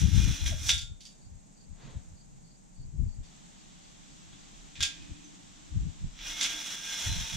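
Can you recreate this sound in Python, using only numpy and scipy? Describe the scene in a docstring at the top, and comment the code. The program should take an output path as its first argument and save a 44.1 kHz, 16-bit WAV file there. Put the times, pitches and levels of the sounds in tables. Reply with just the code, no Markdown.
"""A honing tool scrapes the bore of an engine block in an open garage: dense grit noise rings the iron's modes.
Gusts buffet two microphone ports as bass noise over a faint yard, a throbbing insect and a swelling low drone.
The stones knock on the iron as they pass the rim, rattles striking the modes; a short squeak slides down,
the tool is pulled out, a cricket chirps, a shoe scuffs concrete and a steady hiss sets in. The tool is put
back with more knocks, a small part pings as one decaying sine, and the honing starts again."""
import sys
import numpy as np
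from scipy import signal
from scipy.fft import rfft, irfft
from scipy.io import wavfile
from scipy.ndimage import uniform_filter1d

SR = 44100
rng = np.random.default_rng(int(sys.argv[2]) if len(sys.argv) > 2 else 0)


def dump(signal):
    """Clip the signal to [-1, 1] and save it as 16-bit WAV at the path in sys.argv[1]."""
    limited = np.clip(np.atleast_2d(signal).T, -1, 1)
    pcm = np.round(limited * 32767).astype(np.int16)
    wavfile.write(sys.argv[1], SR, pcm)


N = 324576
T = np.arange(N) / SR
SLOW_T = T[::16]   # coarse clock for slow controls
HZ = np.maximum(np.arange(N // 2 + 1) * SR / N, 1)

# modes of the engine block: [f/Hz, relative level under the stones/dB, level under a knock/dB, base t60/s]
BLOCK_MODES = [(302, -21, -40, .25), (690, -26, -40, .25), (912, -20, -35, .3), (1410, -32, -16, .42),
               (1613, -15, -10, .24), (2158, -13, -16, .3), (2272, -19, -11, .25), (2450, -10.5, -14, .3),
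               (2552, -17, -11, .3), (2862, -13, -13, .3), (3095, -14, -13, .3), (3313, -11, -4, .3),
               (3399, -7, -6, .25), (3461, -9, -4, .22), (3619, -12, -6, .36), (3790, -13, -2, .36),
               (4046, -12, -14, .25), (4753, -22, -10, .2), (5280, -12, -15, .2), (5671, -10, -9, .2),
               (5925, -8, -14, .25), (6360, -15, -15, .15), (6998, -17, -15, .25)]
# left-right likeness of sounds in the garage: [f/Hz, correlation 0 to 1]
NEAR_LIKENESS = [(60, 0.12), (110, 0.15), (200, 0.12), (380, 0.3), (700, 0.3), (1290, 0.02), (2380, 0.74),
                 (4400, 0.9), (8120, 0.15), (15000, 1)]
# left-right likeness of sounds from outside: [f/Hz, correlation -1 to 1]
FAR_LIKENESS = [(60, -0.23), (150, -0.12), (380, -0.33), (950, -0.76), (2380, 0.42), (5980, 0.17),
                (15000, -0.36)]
# stereo lean of the work on the block: [f/Hz, left over right/dB]
WORK_LEAN = [(60, 14.5), (150, -4), (380, -18), (950, -5.5), (2380, -0.5), (5980, -3), (15000, 2)]


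def from_db(db):
    """Decibels to gain."""
    return 10 ** (np.asarray(db) / 20)


def rms_one(x):
    """Scale to unit rms."""
    return x / np.sqrt(np.mean(x ** 2) + 1e-20)


def in_time(rows):
    """Columns of a curve at every sample; the level (first column) is silent outside the rows."""
    s, level, *rest = np.transpose(rows)
    return [np.interp(T, s, level, -140, -140)] + [np.interp(T, s, c) for c in rest]


def at_hz(points):
    """A spectrum table read at every frequency bin, straight lines over log frequency."""
    hz, value = np.transpose(points)
    return np.interp(np.log(HZ), np.log(hz), value)


def swell_db(start, hold, rise, fall, t=T):
    """Rise, hold at 0 dB, fall; slopes in dB per second."""
    return -rise * np.maximum(start - t, 0) - fall * np.maximum(t - start - hold, 0)


def drift(rate):
    """Slow random wander of spread 1, low-passed around the rate in Hz."""
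    hz = np.fft.rfftfreq(len(SLOW_T), SLOW_T[1])
    spectrum = rfft(rng.standard_normal(len(SLOW_T))) / (1 + (hz / rate) ** 2)
    return np.interp(T, SLOW_T, rms_one(irfft(spectrum, len(SLOW_T))))


def grains(per_s, spread_db):
    """Two unrelated trains of random clicks of uneven size."""
    sizes = from_db(spread_db * np.minimum(rng.exponential(1, (2, N)), 5)) * rng.standard_normal((2, N))
    return rms_one(sizes * (rng.random((2, N)) < per_s / SR))


def stereo(pair, spectrum, likeness, lean_db=0):
    """Two unrelated signals become a coloured left and right that are partly alike; rms 1."""
    mid, side = rfft(pair) * from_db(at_hz(spectrum))
    alike = np.clip(at_hz(likeness), -1, 1)
    both = np.sqrt(1 + alike) * mid + np.sqrt(1 - alike) * side * [[1], [-1]]
    return rms_one(irfft(both * from_db(lean_db * np.array([[.5], [-.5]])), N))


def band(x, low_hz, high_hz, order=2):
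    """Band-pass."""
    return signal.sosfilt(signal.butter(order, [low_hz, high_hz], "band", fs=SR, output="sos"), x)


def ring(force, hz, t60):
    """A two-pole resonance: a unit click sets a dying sine of starting height 1 ringing."""
    r, w = from_db(-60 / (t60 * SR)), 2 * np.pi * hz / SR
    return signal.lfilter([0, np.sin(w)], [1, -2 * r * np.cos(w), r * r], force + 1e-18)


def honing():
    """Dense grit contacts: a broad scrape, and the same force ringing the block."""
    # passes of the stones in the bore, one curve each: [t/s, level/dB, treble gain/dB]
    passes = [
        [(0.0, -38.5, 4), (0.09, -43, 3.5), (0.18, -37.5, 3.5), (0.45, -43, 3), (0.47, -38.5, 9),
         (0.56, -48.5, 3.5), (0.67, -41, 9.5), (.72, -41, 12)],
        [(6.12, -72, -15), (6.214, -45, -5), (6.285, -39.5, 2), (6.38, -39, 1.5), (6.5, -38, 2.5),
         (6.7, -38, 3), (6.8, -40.5, 2.5), (7.04, -36.5, 4), (7.18, -37.5, 2), (7.36, -40.5, 3)],
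    ]
    # colour of the grit: [f/Hz, relative level per Hz/dB]
    grit_colour = [(150, -43), (250, -23.5), (482, -25.5), (930, -14.5), (1110, -16), (1560, -7.5),
                   (2280, -10), (2410, -5), (3170, -5), (3400, 3), (4640, -12), (5810, -1.5), (8210, -15),
                   (13300, -27), (15600, -26)]
    force = grains(per_s=9000, spread_db=1.0) * from_db(1.5 * drift(12.0))
    scrape = stereo(force, grit_colour, NEAR_LIKENESS, at_hz(WORK_LEAN))
    treble = band(scrape, 4600, 15000)
    # mostly the same force in both ears, with a little difference for width
    block_force = force[0] + 0.28 * force[1] * np.array([[1], [-1]])
    rings = np.zeros((2, N))
    for hz, stones_db, _, t60 in BLOCK_MODES:
        mode = rms_one(ring(block_force, hz, 1.9 * t60))   # rings longer than the base t60
        rings += from_db(stones_db + 1.794 * drift(3.1)) * mode
    rings = from_db(-4.0) * rms_one(rings)
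    out = np.zeros((2, N))
    for rows in passes:
        level_db, treble_db = in_time(rows)
        out += from_db(level_db) * (scrape + (from_db(treble_db) - 1) * treble + rings)
    return out


def wind():
    """Lumpy turbulence in three bass bands, unrelated in the two ports; gusts and their wakes add as power."""
    # gusts: [start/s, hold/s, left/dB, right/dB, deep bass against the level/dB, upper bass against the level/dB]
    gusts = [(0.022, 0.061, -18, -29, -25, -5), (0.139, 0.052, -16.5, -33, -19, -6.5),
             (0.216, 0.094, -20.5, -29.5, -9, -7.5), (0.419, 0.12, -26.5, -34.5, -6.5, -19.5),
             (.56, 0.15, -38, -37.5, -14, -21), (0.729, 0.049, -34.5, -41, -13, -21.5),
             (.83, 0.015, -35.5, -46, -6, -18.5), (.9, 0.026, -40, -47, -2, -9.5),
             (1.25, 0.019, -53.5, -48.5, -3.5, -7.5), (1.33, 0.017, -38, -49.5, -7, -15.5),
             (1.71, .02, -42, -54, -0.5, -28), (1.85, 0.037, -62.5, -61, 8, 14),
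             (1.959, 0.011, -31, -42.5, -12.5, -11), (2.08, .05, -50, -46, -4, -6.5),
             (2.25, 0.204, -67.5, -69.5, 9.5, 8), (2.79, 0.097, -47, -51, 5, -2),
             (2.94, 0.018, -43, -47, -6, 1.5), (3.0, 0.019, -20, -38, -17, -12),
             (3.039, 0.039, -31, -38, 0, -10), (3.189, 0.013, -31.5, -39, -10, -22),
             (4.22, 0.15, -63, -65.5, -1, 7), (4.55, 0.1, -66, -65, 11.5, 0),
             (4.81, 0.014, -31.5, -42.5, -10, -13.5), (5.0, 0.034, -50.5, -46, -2.5, -8),
             (5.11, 0.01, -39, -44, -11, -4), (5.75, .03, -26, -32.5, -12.5, -9),
             (5.811, 0.016, -24, -30, -12, -19), (5.861, 0.013, -30.5, -41, -6.5, -0.5),
             (6.041, 0.017, -35, -34, 0, -2.5), (6.21, .12, -62, -65, 14, -2),
             (6.42, .12, -72, -68, 15, -1), (7.072, .06, -30.5, -31.5, -14, -14),
             (7.16, 0.063, -35.5, -39.5, -4.5, -4.5), (7.342, .03, -46, -38, -8, 2.5)]
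    # floor between gusts: [middle/dB, deep/dB, upper bass/dB]
    calm_db = (-76, -60.5, -63.5)
    gust_rise, gust_fall = 600, 550   # dB per s
    wake_db, wake_slope = -24.5, 180   # weaker stir before and after: dB under the gust, dB per s
    deep_slowness = 2.6   # the deep bass swells and fades this many times more slowly
    # doubled decibels give power; axes: band, port, time
    power = from_db(2 * np.array(calm_db))[:, None, None] * np.ones((3, 2, len(SLOW_T)))
    for start, hold, left_db, right_db, deep_db, upper_db in gusts:
        edge_db = swell_db(start, hold, gust_rise, gust_fall, SLOW_T)
        shapes = from_db(2 * np.array([edge_db, edge_db / deep_slowness + deep_db, edge_db + upper_db]))
        wake = from_db(2 * (wake_db + swell_db(start, hold, wake_slope, wake_slope, SLOW_T)))
        wakes = wake * from_db(2 * np.array([[0], [deep_db], [upper_db]]))
        ports = from_db(2 * np.array([[left_db], [right_db]]))
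        power += (shapes + wakes)[:, None] * ports
    level = np.array([[np.interp(T, SLOW_T, np.sqrt(p)) for p in pair] for pair in power])
    white = rng.standard_normal((3, 2, N))
    deep = band(white[0], 20, 40, order=3)
    middle = band(white[1], 52, 96.6)
    upper = rms_one(band(white[2], 105, 176))
    lumps = from_db(1.18 * np.array([drift(6), drift(32)]))   # slow on the left, fast on the right
    # a gust holds its strength: chance swells of the narrow bands are evened out
    deep, middle = (b / np.sqrt(uniform_filter1d(b ** 2, size=SR // 14, axis=1)) for b in (deep, middle))
    buffeting = lumps * (level[0] * middle + level[2] * upper) + level[1] * deep
    return band(buffeting, 13.0, 355, order=3)


def yard():
    """A steady bed of coloured noise from outside, its level wandering slightly."""
    # colour of the yard: [f/Hz, relative level per Hz/dB]
    yard_colour = [(60, -41.5), (90, -27), (175, 2), (270, -9), (400, -18), (850, -15), (1250, -26),
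                   (3000, -30), (5600, -27.5), (6700, -18.5), (7800, -20), (8900, -40), (13500, -46),
                   (15600, -56)]
    level = from_db(-57 + .8 * drift(2.5))
    return level * stereo(rng.standard_normal((2, N)), yard_colour, FAR_LIKENESS)


def throbbing_insect():
    """A high insect throbs without pause: noise rings one resonance under a pulsing gate."""
    song_hz, pulses_per_s, level_db = 8170, 18, -72
    throb = np.sin(np.pi * pulses_per_s * T + .3 * drift(2)) ** 4
    return from_db(level_db) * throb * rms_one(ring(rng.standard_normal((2, N)), song_hz, .014))


def drone():
    """Noise through two resonances at one low pitch swells and fades."""
    # swells: [start/s, hold/s, level/dB]
    swells = [(0.039, .33, -51.5), (3.55, 0.19, -67), (4.102, 0.94, -66), (5.096, 0.26, -57.5),
              (5.706, 0.25, -63.5), (6.357, 0.21, -56), (6.6, 0.35, -82)]
    slope, hz = 79, 297.2   # dB per s, Hz
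    level = sum(from_db(db + swell_db(start, hold, slope, slope)) for start, hold, db in swells)
    return level * rms_one(ring(ring(rng.standard_normal((2, N)), hz, 0.08), hz, 0.018))


def knock_colour(hz, tilt_db, favoured_hz):
    """Brightness above the low mids, and a lift of the modes near the pitch favoured by the struck spot."""
    favour_db, favour_octaves = 10, .05
    lift_db = favour_db * np.exp(-.5 * (np.log2(hz / favoured_hz) / favour_octaves) ** 2)
    return from_db(tilt_db * np.log2(np.maximum(hz, 1500) / 3500) + lift_db)


def knocks():
    """Each knock is a short rattle of contacts that also strikes every mode with a strength of its own."""
    # knocks: [t/s, relative level/dB, rattle decay to 1/e/s, ring trim/dB, brightness/dB per octave,
    # favoured f/Hz]
    blows = [(.461, -21, 0.029, -6.5, -6.5, 3360), (0.686, -19, 0.022, -3, 8.5, 5830),
             (0.6923, -9, 0.024, 0, -0.5, 3540), (.7348, -35.5, 0.025, -14, 15, 5570),
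             (0.7787, -24, 0.018, -4, 5, 4620), (0.813, -35, 0.032, 1, 4.5, 7300),
             (1.005, -40, 0.047, -4, 6, 4600), (1.052, -37.5, 0.027, -6.5, 5.5, 4770),
             (4.33, -44.5, 0.018, -2.5, -3.5, 3420), (4.754, -35, 0.22, -5, -3, 2500),
             (4.8059, -16, 0.015, 1.5, 1.5, 1586), (4.8251, -14, 0.021, -9.5, 4.5, 3470),
             (4.8287, -24, 0.027, 10.5, 2, 2540), (6.188, -36, 0.041, -16, -5, 2340),
             (6.4098, -13, 0.029, -2.5, 3, 2130), (6.428, -23, 0.021, -15, 9, 3000),
             (6.445, -22, 0.019, 2, -7, 2150)]
    # colour of the rattling contacts: [f/Hz, relative level per Hz/dB]
    clatter_colour = [(180, -58.5), (300, -39), (411, -27.5), (1490, -20.5), (1590, -11.5), (2570, -5),
                      (3030, -3.5), (3400, -0.5), (4080, -5.5), (6930, -7), (15600, -48.5)]
    # once the tool is back in the bore it damps the longest rings
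    reentry_s, in_bore_t60_s = 3.2, 0.23
    clatter = stereo(grains(per_s=9100, spread_db=0.2), clatter_colour, NEAR_LIKENESS, at_hz(WORK_LEAN))
    luck_db = rng.normal(0, 1.5, (len(blows), len(BLOCK_MODES)))
    out = np.zeros((2, N))
    for (s, db, rattle_s, ring_db, tilt_db, favoured_hz), strengths_db in zip(blows, luck_db):
        i = round(s * SR)
        t = T[:min(N - i, SR // 2)]
        shape = from_db(db - 14.5) * np.exp(-t / rattle_s) * np.minimum(t / .0015, 1)
        bins_hz = np.linspace(1, SR / 2, len(t) // 2 + 1)
        spectrum = rfft(clatter[:, i:i + len(t)]) * knock_colour(bins_hz, tilt_db, favoured_hz)
        rattle = irfft(spectrum, len(t)) * shape
        click = 1. * (t == 0)
        rings = np.zeros(len(t))
        for (hz, _, mode_db, t60), own_db in zip(BLOCK_MODES, strengths_db):
            damped_t60 = min(t60, in_bore_t60_s) if s > reentry_s else t60
            strength = from_db(mode_db + own_db) * knock_colour(hz, tilt_db, favoured_hz)
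            rings += strength * ring(click, hz, damped_t60)
        out[:, i:i + len(t)] += rattle + from_db(db - 19 + ring_db) * band(rings, 1220, 19000)
    return out


def squeak():
    """A sine of wavering level slides down in pitch."""
    # the slide: [t/s, level/dB, f/Hz]
    slide = [(.5, -70, 800), (.52, -49, 680), (.54, -50, 570), (.56, -70, 480)]
    level_db, hz = in_time(slide)
    return from_db(level_db + 4.2 * drift(60)) * np.sin(2 * np.pi * np.cumsum(hz) / SR)


def cricket():
    """A cricket chirps in short trills: narrow-band noise pulsed inside rounded gates."""
    # chirps: [t/s, length/s]
    chirps = [(1.205, .085), (1.56, .1), (1.81, .08), (2.16, .09), (2.43, .145), (2.75, .12), (3.075, .095),
              (3.24, .07), (3.56, .07), (3.8, .11), (4.07, .08), (4.38, .1)]
    song_hz, pulses_per_s, level_db = 4590, 28.3, -65.5
    gate = np.zeros(N)
    for s, length_s in chirps:
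        inside = (T > s) & (T < s + length_s)
        arch = np.sqrt(np.abs(np.sin(np.pi * (T - s) / length_s)))
        pulses = .45 + .55 * np.sin(np.pi * pulses_per_s * (T - s)) ** 2
        gate += inside * from_db(level_db) * arch * pulses
    return gate * rms_one(band(rng.standard_normal((2, N)), .96 * song_hz, 1.04 * song_hz))


def scuff():
    """A shoe drags on concrete: dense uneven contacts swell and fade."""
    # colour of the sole: [f/Hz, relative level per Hz/dB]
    sole_colour = [(200, -7), (350, -3.5), (1100, -7.5), (2000, -11.5), (2800, -14.5), (3700, -10.5),
                   (4800, -20.5), (6500, -18), (9000, -53)]
    start_s, hold_s, level_db = 1.823, 0.094, -55.5
    rise, fall = 210, 110   # dB per s
    level = from_db(level_db + swell_db(start_s, hold_s, rise, fall))
    return level * stereo(grains(per_s=15000, spread_db=0.5), sole_colour, NEAR_LIKENESS)


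def hiss():
    """A steady hiss sets in: coloured noise with a slight flutter."""
    # level of the hiss: [t/s, level/dB]
    hiss_level = [(3.22, -88), (3.235, -59), (4.7, -55), (5.2, -55.5), (6.2, -56.5), (7.36, -57)]
    # colour of the hiss: [f/Hz, relative level per Hz/dB]
    hiss_colour = [(300, 2), (500, -14), (800, -0.5), (1500, -7), (2600, -6.5), (3500, -2.5), (4700, -9),
                   (6100, -4.5), (7800, -5), (9000, -24), (14000, -35), (15600, -47)]
    level = from_db(in_time(hiss_level)[0] + 0.3 * drift(22))
    return level * stereo(rng.standard_normal((2, N)), hiss_colour, FAR_LIKENESS)


def ping():
    """A small part is touched: one high mode rings, nearer the right."""
    # the touch, a single row: [t/s, level/dB, f/Hz, t60/s]
    touch = (5.2415, -50, 6170, .12)
    s, db, hz, t60 = touch
    click = 1. * (np.arange(N) == round(s * SR))
    return from_db(db) * ring(click, hz, t60) * from_db([[-3], [3]])


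def garage(x):
    """Reverberation: a dying noise tail, another one for each ear, faster in the treble."""
    t60_s, level_db = 0.3, -8
    t = T[:SR // 2]
    tail = rng.standard_normal((2, len(t))) * (t > .006)   # a gap before the reflections
    low = signal.lfilter([.4], [1, -.6], tail)
    high = tail - low
    tail = low * from_db(-60 * t / t60_s) + high * from_db(-60 * t / (0.43 * t60_s))
    tail /= np.sqrt(np.sum(tail ** 2, axis=1, keepdims=True))
    return from_db(level_db) * signal.fftconvolve(x, tail, axes=1)[:, :N]


def scene():
    """Work on the block in the garage, over yard, hiss, insects and wind."""
    work = knocks() + squeak() + ping()   # these sounds excite the room
    near = honing() + work + garage(work) + scuff()
    outside = yard() + throbbing_insect() + cricket()
    return near + outside + hiss() + drone() + wind()


def record(dry):
    """The top is cut by a steep low-pass."""
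    cutoff_hz = 15680
    return signal.sosfilt(signal.ellip(12, .5, 65, cutoff_hz, fs=SR, output="sos"), dry)


dry = scene()
out = record(dry)
dump(out)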